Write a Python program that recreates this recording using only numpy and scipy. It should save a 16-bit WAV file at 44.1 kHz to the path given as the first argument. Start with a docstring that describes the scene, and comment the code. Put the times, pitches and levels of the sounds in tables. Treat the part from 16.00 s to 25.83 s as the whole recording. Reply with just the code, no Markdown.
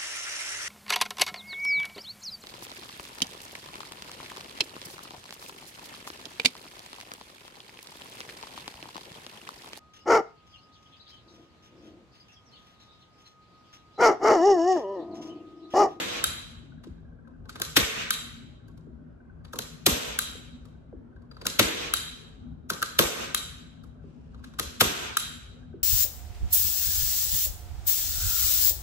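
"""A hand staple gun works along a wooden frame on a table in a large, lively living room with a low hum.
We come in on the ring of a slam; the handle then snaps back, faint pings, ticks and soft bumps follow,
and the next squeeze creaks and cocks before a staple slams home; five such rounds follow the first slam.
Blows are noisy contacts plus ringing modes of steel, casing and wood; cloth brushes before the last slam.
Walls and a dense tail answer each blow, and the recorder's gain control ducks the loud ones."""
import sys
import numpy as np
from scipy import signal
from scipy.fft import rfft, irfft
from scipy.io import wavfile
from scipy.ndimage import uniform_filter1d, minimum_filter1d

SR = 44100
rng = np.random.default_rng(int(sys.argv[2]) if len(sys.argv) > 2 else 0)


def wav_record(signal):
    """Record a signal, one row per channel, as 16-bit PCM in the file named by sys.argv[1]."""
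    frames = np.transpose(np.atleast_2d(signal))
    bounded = np.clip(frames, -1, 1)
    # unit amplitude maps onto the largest positive 16-bit level
    quanta = np.round(bounded * 32767).astype(np.int16)
    wavfile.write(sys.argv[1], SR, quanta)


N = 433503
LEAD = SR // 4  # samples computed before time zero and cut off at the end
RUN_UP = 700  # samples of quick rise before a blow
BLOW = 6000  # samples in one blow
CREAK_SWELL_DB = 23.5  # rise of the run-up of catches and ticks over one rattle length
PORT_GAIN_DB = [[0], [0], [-4.0]]  # left port, right port, room

# ringing steel parts of the gun: (frequency [Hz], strength [dB], t60 before damping [s])
STEEL_MODES = [(3187, 2, 0.038), (3726, 3.5, 0.026), (3875, 9, 0.041), (4140, -4, 0.061),
               (4640, -2.5, 0.037), (6320, -13.5, 0.043), (7600, -8.5, 0.021), (11000, -2.5, 0.036),
               (11400, -3, 0.023)]
# ringing wood of the frame: (frequency [Hz], strength [dB], t60 before damping [s])
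FRAME_MODES = [(108.4, -5.5, 0.13), (162, -5, 0.13), (204.5, -5, 0.18), (239, -2, 0.08), (314.2, 0, 0.081),
               (386, -6, 0.11), (443, 1.5, 0.052), (488, -9.5, 0.15), (547, 6.5, 0.047),
               (679, -16.5, 0.069), (736, 10, 0.019), (937, -7, 0.095), (1072, -7, 0.15)]


def amp(db):
    """Turns decibels into an amplitude factor."""
    return 10 ** (np.asarray(db) / 20)


def evened(x):
    """Scales a signal to an rms of one."""
    return x / np.sqrt(np.mean(x ** 2) + 1e-20)


def read(points, hz):
    """Reads a curve of (frequency, value) points along a logarithmic frequency axis."""
    f, value = np.transpose(points)
    return np.interp(np.log(hz + 1), np.log(f + 1), value)


def add(mix, s, sound):
    """Lays a sound into the rows of a mix at a time in seconds."""
    start = LEAD + round(s * SR)
    part = mix[:, start:start + sound.shape[-1]]
    part += sound[..., :part.shape[1]]


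def loudest(x):
    """The rms amplitude of the loudest 4 ms."""
    return np.sqrt(uniform_filter1d(x ** 2, size=176).max())


def peaked(x, db):
    """Scales a sound so that its loudest 4 ms have the given level."""
    return x * amp(db) / loudest(x)


def patchwork(shape, size_hz, size_time):
    """Random unevenness, smooth over some neighbouring bands and moments."""
    noise = rng.standard_normal(shape)
    across_bands = uniform_filter1d(noise, size=size_hz, axis=0)
    return evened(uniform_filter1d(across_bands, size=size_time, axis=1))


def pair(shape, same):
    """Random spectra for two microphone ports that agree by the share 'same'."""
    a, b, c, d = rng.standard_normal((4,) + shape)
    same = np.clip(same, -1, 1)
    left = a + 1j * b
    return np.array([left, same * left + np.sqrt(1 - same ** 2) * (c + 1j * d)])


def hum():
    """Low household hum: noise with booming pitches, patchy in time and pitch."""
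    # spectrum of the hum: (frequency [Hz], density [dB per Hz, relative])
    hum_spectrum = [(18, -43.5), (30, -12.5), (62, -2.5), (165, -6.5), (187, -16), (246, -1.5),
                    (286, -13.5), (761, -25.5), (863, -30), (1500, -30), (1900, -42.5), (12000, -70),
                    (15600, -104), (22000, -120)]
    # booming pitches: (frequency [Hz], width [Hz], boost [dB])
    hum_peaks = [(53.5, 42, 7), (161.6, 3.2, 8), (234, 25, 4)]
    # likeness of the two ports: (frequency [Hz], likeness [-1 to 1])
    hum_same = [(60, 0.88), (180, 0.56), (550, 0.0), (1650, 0), (4970, 0.084), (15000, 0.093)]
    # balance of the ports: (frequency [Hz], left minus right [dB])
    hum_balance = [(60, 3.5), (240, 4.5), (950, -2), (3770, 3.5), (15000, 3.5)]
    level_db = -47
    frames = (N + LEAD) // 1024 + 5
    hz = np.fft.rfftfreq(4096, 1 / SR)[:, None]
    patches_db = 2.5 * patchwork((2049, frames), 9, 5)
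    booms_db = sum(db / (1 + (2 * (hz - f) / width) ** 2) for f, width, db in hum_peaks)
    spectra = pair((2049, frames), read(hum_same, hz))
    spectra = spectra * amp(read(hum_spectrum, hz) + booms_db + patches_db)
    spectra = spectra * amp(np.multiply.outer([.5, -.5], read(hum_balance, hz)))
    return amp(level_db) * evened(signal.istft(spectra, nperseg=4096, noverlap=3072)[1][:, :N + LEAD])


def rung(modes, rise, ring=1, pitch=1, spread=0.057, late=0):
    """Every mode rings after a short rise, a little off pitch and strength from blow to blow.
    With 'late', low modes come up later, as slow bending waves do in wood."""
    hz, db, t60 = np.transpose(modes)[:, :, None]
    strength, detune, phase = rng.standard_normal((len(modes), 3)).T[:, :, None]
    n = np.arange(3000)
    t = n / SR
    rise_s = rise * (500 / hz) ** late
    shape = (1 - np.exp(-(t / rise_s) ** 2)) * np.exp(-np.log(1000) * t / (ring * t60))
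    waves = np.sin(2 * np.pi * (hz * pitch * (1 + spread * detune) * t + phase))
    tones = amp(db + 2 * strength) * shape * waves
    fade = np.minimum((3000 - n) / 600, 1)
    return np.pad(tones.sum(0) * fade, (0, 3000))


def ringing(modes, db, rise, room_db, blur, ring=1, pitch=1, spread=0.033, late=0):
    """Rows: the ring at the left and right port, and its even spectrum summed over all directions for the room."""
    shared, other = (rung(modes, rise, ring, pitch, spread, late) for _ in range(2))
    near = np.array([shared + 0.18 * other, shared - 1.1 * other])
    near = near * amp(db) / loudest(near[1])
    f = np.fft.rfftfreq(BLOW, 1 / SR)
    power = 0
    for hz, level_db, t60 in modes:
        off_pitch = (f - hz * pitch) * ring * t60 / blur
        power = power + amp(2 * level_db) * t60 ** 2 / (1 + off_pitch ** 2) ** 2
    far = np.roll(irfft(np.sqrt(power)), 600) * signal.windows.tukey(BLOW, .1)
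    far = amp(room_db) * far * np.linalg.norm(near[1]) / np.linalg.norm(far)
    return np.array([*near, far])


def wood(db, rise, ring=1, pitch=1, modes=FRAME_MODES, late=0.22):
    """The frame knocks: its wooden modes ring, the low ones rising later."""
    return ringing(modes, db, rise, -4.5, 7.0, ring, pitch, late=late)


def thud(db, pitch=1):
    """A push runs along the wood as a bending wave: the highs arrive first, the lows drag behind."""
    centre_hz, octaves = 399.8 * pitch, .58
    drag = .85  # bending waves take drag / sqrt(Hz) seconds, counted from twice the centre pitch
    hz = np.fft.rfftfreq(BLOW, 1 / SR) + 1
    delay_s = drag * np.maximum(hz ** -.5 - (2 * centre_hz) ** -.5, 0) + .002
    shape = np.exp(-(np.log2(hz / centre_hz) / octaves) ** 2 / 2)
    # the phase is the running sum of the delay over frequency
    wave = irfft(shape * np.exp(-2j * np.pi * np.cumsum(delay_s) * SR / BLOW))
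    return peaked(wave, db) * amp([[-1.5], [0], [-4.]])


def sway(db, late_s=0.065):
    """The table rocks a moment after a blow: a short 62 Hz swell, 1.6 times the given level at its height."""
    t = np.arange(8000) / SR
    return amp(db) * 1.6 * np.exp(-((t - late_s) / 0.011) ** 2) * np.sin(2 * np.pi * 62 * t)


def blow(crack, steel_db, length, frame_db, casing_db, bright_db, ring_db, pitch=1, swell_db=48, damping=0.57):
    """A rattle of contacts rises quickly and cracks, and rings the steel, the casing and the wood.
    Rows: left port, right port, and the even spectrum that all directions together send to the room."""
    # hollow gun casing: (frequency [Hz], strength [dB], t60 before damping by the gripping hand [s])
    casing_modes = [(1240, -4.5, 0.064), (1374, 2.5, 0.034), (1560, 0.5, 0.039)]
    own = 0.84  # what each port hears alone, against what both share
    length = max(length, .001)
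    n = np.arange(BLOW)
    u = (n - RUN_UP) / SR / length  # time in rattle lengths
    shared, left, right = rng.standard_normal((3, BLOW))
    swell = np.where(u < .3, amp(swell_db * (u - .3) - 4), np.exp(-(1.1 * (u - .3)) ** 2))
    contacts = amp(3.5 * rng.standard_normal(375)).repeat(16) * swell
    impulse = n == RUN_UP + 200
    rattle = np.array([(shared + own * left) * contacts, (shared + own * right) * contacts, impulse])

    hz = np.fft.rfftfreq(BLOW, 1 / SR)
    tilt_db = bright_db * np.log2((hz + 1) / 5000)  # per octave
    snap = irfft(rfft(rattle) * amp(read(crack, hz) + tilt_db)) * signal.windows.tukey(BLOW, .1)
    snap = amp(steel_db) * np.sqrt(0.59 * length * SR) * snap / np.linalg.norm(snap, axis=1, keepdims=True)

    # the steel list stands twice: each part rings as a cluster
    steel = ringing(2 * STEEL_MODES, steel_db + ring_db, .8 * length, 6.0, 5.7, pitch=pitch, spread=0.036)
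    casing = ringing(casing_modes, casing_db, 0.34 * length, -8.0, 3.8, damping, spread=0.017)
    rings = steel + casing + wood(frame_db, 1.6 * length)
    return snap + np.pad(rings, ((0, 0), (RUN_UP, 0)))[:, :BLOW]


def slams(tracks):
    """The driver slams a staple home, hits its stop, thuds through the wood and rocks the table."""
    # driver slams: (time [s], steel [dB], rattle length [s], frame [dB], casing [dB], brightness [dB per octave],
    # table sway before its gain [dB], thud [dB], factor on the pitch of the thud)
    slam_list = [(-.095, 0, 0.0024, -12, -15, -1, -35, -19.5, 0.72),
                 (1.7669, -5.5, 0.007, -19, -26.5, -2, -25.5, -18.5, .7),
                 (3.8636, -6, 0.0042, -18, -22.5, 1.5, -24.5, -21, 0.798),
                 (5.5932, -4.5, 0.0044, -17, -19.5, -1, -29, -20.5, .9),
                 (6.9895, -5.5, 0.0045, -17.5, -16.5, 1.4, -30, -19.5, 1.07),
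                 (8.8069, -7.5, 0.0067, -18, -15, 0.8, -30, -21, 1.5)]
    # strike spectrum of steel on steel: (frequency [Hz], density [dB per Hz, relative])
    slam_crack = [(880, -15), (1500, -4.5), (3250, 1.5), (3590, 4), (5180, -4), (5970, -3.5), (8870, -11),
                  (12500, 1.5), (13300, -15.5), (14300, -29.5), (15000, -19), (16000, -24), (17000, -62)]
    ring_db, swell_db = -22.5, 21  # steel ring against the crack; rise of the run-up over one rattle length
    room_gain_db = 5.5  # slams fill the room more than they reach the microphones
    seat_s, seat_db, seat_spread = .0055, -6.5, .2  # the driver hits its stop just after the staple bites
    for k, (s, *row, sway_db, thud_db, pitch) in enumerate(slam_list):
        track, ports = tracks[k % 3], tracks[k % 3, :2]
        start_s = s - RUN_UP / SR
        add(track, s, thud(thud_db, pitch))
        slam, seat = (blow(slam_crack, *row, ring_db, swell_db=swell_db, damping=1.0) for _ in range(2))
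        add(track, start_s, slam * amp([[0], [0], [room_gain_db]]))
        seat_delay_s = seat_s * (1 + seat_spread * rng.uniform(-1.2, 1))
        add(ports, start_s + seat_delay_s, amp(seat_db) * seat[:2])
        add(ports, s, sway(sway_db))


def releases(tracks):
    """The handle snaps back, steel and casing ringing, and bounces once."""
    # handle snaps: (time [s], steel [dB])
    release_list = [(0.2392, -16.5), (2.105, -17.5), (4.188, -18), (5.9361, -16), (7.3453, -17.5),
                    (9.1689, -16)]
    # strike spectrum of the snap: (frequency [Hz], density [dB per Hz, relative])
    release_crack = [(880, -18), (1360, -8.5), (2000, -8), (3000, -6.5), (3920, -9), (4500, -14),
                     (5000, -11), (5600, -12), (6260, -9.5), (6700, -18.5), (7250, -7), (8000, -15),
                     (9150, -29.5), (10300, -1), (11300, -13.5), (12100, -11), (13000, -14), (14200, -28),
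                     (16000, -24.5), (17000, -53)]
    rattle_s, bright_db, frame_db = 0.0039, 3.5, -34  # brightness per octave; frame relative to the steel
    rebound_s, rebound_db = 0.027, -17  # the bounce after the snap
    # casing and ring levels are relative to the steel
    snaps = [(s, db, -6.5, -9.5) for s, db in release_list]
    snaps += [(s + rebound_s, db + rebound_db, -17.5, -3.5) for s, db in release_list]
    for k, (s, db, casing_db, ring_db) in enumerate(snaps):
        snap = blow(release_crack, db, rattle_s, db + frame_db, db + casing_db, bright_db, ring_db)
        add(tracks[k % 3], s - RUN_UP / SR, snap)


def pings(tracks):
    """Faint short pings of one mode, perhaps the handle spring, with stray ones at random moments."""
    # placed pings: (time [s], level of the loudest 4 ms [dB])
    ping_list = [(.7196, -57.5), (.7786, -63.5), (.838, -66.5), (1.0495, -66), (1.1206, -64.5),
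                 (1.1867, -62), (1.2486, -64.5), (1.3483, -66), (1.455, -61), (2.6, -65), (2.68, -65.5),
                 (3.2017, -60.5), (3.2964, -57), (3.4046, -69), (5.124, -66), (5.1618, -57.5)]
    ping_mode = (1560, 0, 0.038)  # Hz, dB, t60 in s
    strays, floor_db, spread_db = 60, -72, 3
    draws = rng.uniform(0.015, 1, (strays, 2))
    stray_list = [(u * N / SR, floor_db + spread_db * np.log(1 / v)) for u, v in draws]
    for k, (s, db) in enumerate(ping_list + stray_list):
        ping = rung([ping_mode], 0.0034, spread=0.029)
        add(tracks[k % 3], s, peaked(ping, db) * amp(PORT_GAIN_DB))


def ticks(tracks):
    """Faint creaks and ticks of the mechanism, each a small blow with the ring of one small steel part."""
    # ticks: (time [s], steel [dB], casing [dB], brightness [dB per octave], ring of one small steel part [dB])
    tick_list = [(0.8363, -51, -64.5, -1, -74.5), (1.2723, -71.5, -62, -0.5, -82.5),
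                 (1.452, -63.5, -66.5, -1.5, -79), (1.492, -43, -40.5, 2, -53),
                 (1.5549, -41, -42.5, -0.5, -55.5), (2.6789, -66, -76.5, 5.5, -78),
                 (2.7734, -64, -74.5, 2.5, -82), (3.4468, -52, -57, -1, -65.5),
                 (4.6508, -59.5, -60, 2.5, -76), (5.159, -68.5, -66, -3, -78.5),
                 (5.218, -75, -73.5, 1, -80), (5.312, -51.5, -53.5, -3, -58.5),
                 (5.366, -52.5, -48, -2.5, -55), (5.413, -42.5, -60, -2, -46), (7.835, -62, -55, 5.5, -71),
                 (8.3425, -58, -55, -3, -83), (8.3909, -69.5, -61, 0, -78.5), (8.4392, -48.5, -48, 1, -68),
                 (8.535, -56, -56, -0.5, -70.5)]
    # contact spectrum of the ticks: (frequency [Hz], density [dB per Hz, relative])
    tick_crack = [(880, -7.5), (1430, -3.5), (2000, -10.5), (2410, -10), (3000, -10.5), (3600, -6.5),
                  (4400, -9), (5600, -13.5), (7400, -17.5), (8800, -26), (10200, -14), (13000, -23),
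                  (17000, -55)]
    rattle_s, frame_db, ring_db = 0.0093, -58, -13  # ring relative to the steel
    for k, (s, db, casing_db, bright_db, part_db) in enumerate(tick_list):
        tick = blow(tick_crack, db, rattle_s, frame_db, casing_db, bright_db, ring_db, swell_db=CREAK_SWELL_DB)
        add(tracks[k % 3], s - RUN_UP / SR, tick)
        part = ringing(STEEL_MODES[4:5], part_db, 0.0015, -8, 9, ring=.8, pitch=1.01, spread=.02)
        add(tracks[k % 3], s, part)


def bumps(tracks):
    """Soft bumps on the frame: a thud, a knock of the wood and a sway of the table."""
    # bumps: (time [s], ring [dB], factor on the pitch of the frame and the thud,
    # table sway before its gain [dB], thud [dB])
    bump_list = [(.869, -41, 0.57, -41, -44), (2.869, -48.5, 0.67, -51, -50.5),
                 (4.349, -49.5, 0.86, -66, -53.5), (4.926, -46.5, 0.87, -42, -46),
                 (5.418, -47, 1, -44, -49.5), (8.039, -49, 0.74, -48, -52), (8.628, -49.5, .85, -42, -53.5),
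                 (9.738, -43, 0.71, -48.5, -44.5)]
    rise_s, ring, late = .0025, 1.9, 1.5  # rise at 500 Hz; factor on the ring time; lag of the low modes
    for k, (s, db, pitch, sway_db, thud_db) in enumerate(bump_list):
        add(tracks[k % 3], s, thud(thud_db, pitch))
        # a soft push rings only the low modes
        add(tracks[k % 3], s, wood(db, rise_s, ring, pitch, FRAME_MODES[1:9], late))
        add(tracks[k % 3, :2], s, sway(sway_db, 0.049))


def cocks(tracks):
    """The squeezed handle catches as it cocks the driver; the loaded spring rings higher."""
    # catches: (time [s], steel [dB], rattle length [s], frame [dB], casing [dB])
    cock_list = [(1.598, -39, 0.0045, -39.5, -40), (1.6172, -20.5, .0035, -47, -30),
                 (3.531, -42, 0.0086, -39.5, -39), (3.557, -43, .006, -46, -44.5),
                 (3.5877, -24, .0035, -40.5, -36), (5.4528, -36.5, 0.0067, -37, -36.5),
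                 (5.466, -18.5, 0.004, -46, -28.5), (6.699, -25, 0.0073, -35, -23.5),
                 (6.818, -37, 0.0032, -47.5, -30), (6.826, -22, .0035, -44, -23),
                 (8.588, -33, .005, -42, -31.5), (8.595, -21.5, 0.0048, -38.5, -37)]
    # contact spectrum of the catch: (frequency [Hz], density [dB per Hz, relative])
    cock_crack = [(880, -10), (1500, -5.5), (2300, -7.5), (3500, -2.5), (3800, -3.5), (4100, -4.5),
                  (4490, -6), (4900, -5.5), (5500, -6), (6200, -7.5), (7200, -8.5), (8000, -15.5),
                  (9150, -20.5), (10200, -5), (12200, -8), (14200, -21.5), (16000, -24.5), (17000, -57.5)]
    bright_db, ring_db = 2, -13.5  # brightness per octave; ring relative to the steel
    pitch, damping = 1.045, .8  # factors on the steel pitch and on the ring time of the casing
    thud_db = -7.5  # relative to the ring of the frame
    for k, (s, db, length, frame_db, casing_db) in enumerate(cock_list):
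        catch = blow(cock_crack, db, length, frame_db, casing_db, bright_db, ring_db, pitch,
                     CREAK_SWELL_DB, damping)
        add(tracks[k % 3], s - RUN_UP / SR, catch)
        add(tracks[k % 3], s, thud(frame_db + thud_db, 1.2))


def rustle():
    """Cloth and hands brush softly as the hand closes: grainy hiss, unrelated at the two ports."""
    # course of the brushing: (time [s], level [dB])
    rustle_points = [(7.98, -89), (8.089, -76), (8.2, -79), (8.3, -78.5), (8.421, -80.5), (8.5, -57)]
    peak_hz, width_hz, peak_db = 2700, 740, 5
    s, db = np.transpose(rustle_points)
    t = np.arange(s[0], s[-1], 1 / SR)
    grain = amp(2.2 * evened(uniform_filter1d(rng.standard_normal(len(t)), 300)))
    band = signal.butter(2, [1800, 6500], "band", fs=SR, output="sos")
    hiss = signal.sosfilt(band, rng.standard_normal((3, len(t))) * grain)
    resonance = signal.iirpeak(peak_hz, peak_hz / width_hz, fs=SR)
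    hiss = hiss + amp(peak_db) * signal.lfilter(*resonance, hiss)
    return s[0], evened(hiss) * amp(np.interp(t, s, db)) * signal.windows.tukey(len(t), .2)


def gun():
    """All blows, dealt in turn to three tracks so that each meets another part of the room."""
    tracks = np.zeros((3, 3, N + LEAD))  # track, row (left port, right port, room), sample
    for source in (slams, releases, pings, ticks, bumps, cocks):
        source(tracks)
    add(tracks[0], *rustle())
    return tracks


def walls(near):
    """Thin, bright slaps from the far walls, without lows: delayed, band-passed copies of the blows."""
    # far walls: (delay [s], left [dB], right [dB])
    echo_list = [(0.0312, -16.5, -13.5), (0.0333, -13.5, -14.5)]
    thin = signal.sosfilt(signal.butter(4, [2400, 9000], "band", fs=SR, output="sos"), near)
    return sum(amp([[left_db], [right_db]]) * np.roll(thin, round(s * SR), axis=1)
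               for s, left_db, right_db in echo_list)


def room(x):
    """A dense tail of random reflections that builds up and dies band by band."""
    # decay of the room: (frequency [Hz], t60 [s])
    room_t60 = [(60, 0.19), (250, 0.6), (1000, 0.85), (3000, 0.84), (4000, 0.76), (6000, 0.69),
                (12000, 0.45)]
    # colour of the tail: (frequency [Hz], level [dB, relative])
    room_colour = [(60, -9), (150, -1.5), (300, -0.5), (600, -2), (790, -6.5), (1000, -4.5), (2500, -3.5),
                   (4000, -10), (8300, -0.5), (8800, -5), (9400, -16), (9800, -8), (11200, -10.5),
                   (12900, -8.5), (13500, -20.5)]
    # likeness of the two ports: (frequency [Hz], likeness [-1 to 1])
    room_same = [(60, 0.59), (150, 1), (380, 0.04), (560, -0.48), (950, -0.17), (2380, 0.07), (5980, -0.17),
                 (15000, 0.26)]
    early_s, early_db = .029, -1  # the room stays thinner until sound returns from the far walls
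    hz, t = np.fft.rfftfreq(256, 1 / SR)[:, None], np.arange(900) * 64 / SR
    colour_db = read(room_colour, hz) + 1.3 * patchwork((129, 900), 6, 16)  # uneven reflections
    decay_db = -60 * t / read(room_t60, hz)
    spectra = pair((129, 900), read(room_same, hz)) * amp(colour_db + decay_db)
    tail = signal.istft(spectra, nperseg=256, noverlap=192)[1]
    tail_s = np.arange(tail.shape[1]) / SR
    tail = tail * (1 - np.exp(-(tail_s / 0.0051) ** 2))
    tail = tail * amp(early_db * np.clip((early_s - tail_s) / 0.0024, 0, 1))
    tail = amp(-5.5) * tail / np.linalg.norm(tail[0])
    return signal.fftconvolve(np.float32(x[None]), np.float32(tail), axes=1)[:, :len(x)]


def ducked(x):
    """The recorder's gain control ducks on loud blows, holds, then lets go."""
    hold_s, duck_s, threshold_db = 0.14, 0.0074, -15  # duck_s smooths the gain
    recover, share = 93, 0.94  # fall of the held level in dB per s; share of the excess taken off
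    power_db = 10 * np.log10(abs(uniform_filter1d((x ** 2).mean(0), size=400)) + 1e-12)
    half = round(hold_s * SR / 2)
    held_db = -minimum_filter1d(-power_db, size=2 * half + 1, origin=half)  # loudest of the last hold_s
    fall = np.arange(x.shape[1]) * recover / SR
    recovering_db = np.maximum.accumulate(held_db + fall) - fall
    over_db = np.maximum(recovering_db - threshold_db, 0)
    step = 1 / (duck_s * SR)
    return x / amp(signal.lfilter([step], [1, step - 1], share * over_db))


def scene():
    """The gun on its frame, the far walls, the room and the hum, all through the gain control."""
    tracks = gun()
    left, right, _ = tracks.sum(0)
    # the gun is right of the microphones: its sound reaches the left port 6 samples later
    near = np.array([amp(3.0) * np.roll(left, 6), amp(0.4) * right])
    tails = sum(room(track[2]) for track in tracks)
    return ducked(near + walls(near) + tails + hum())[:, LEAD:]


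def record(dry):
    """Small microphones lose the deep bass; peaks round off; then the band limit."""
    dry = signal.sosfilt(signal.butter(2, 42, "high", fs=SR, output="sos"), dry)
    rounded = np.tanh(1.5 * dry) / 1.4
    low_pass = signal.firwin(511, 17150, window=("kaiser", 9), fs=SR)
    return signal.oaconvolve(rounded, low_pass[None], "same")


dry = scene()
out = record(dry)
wav_record(out)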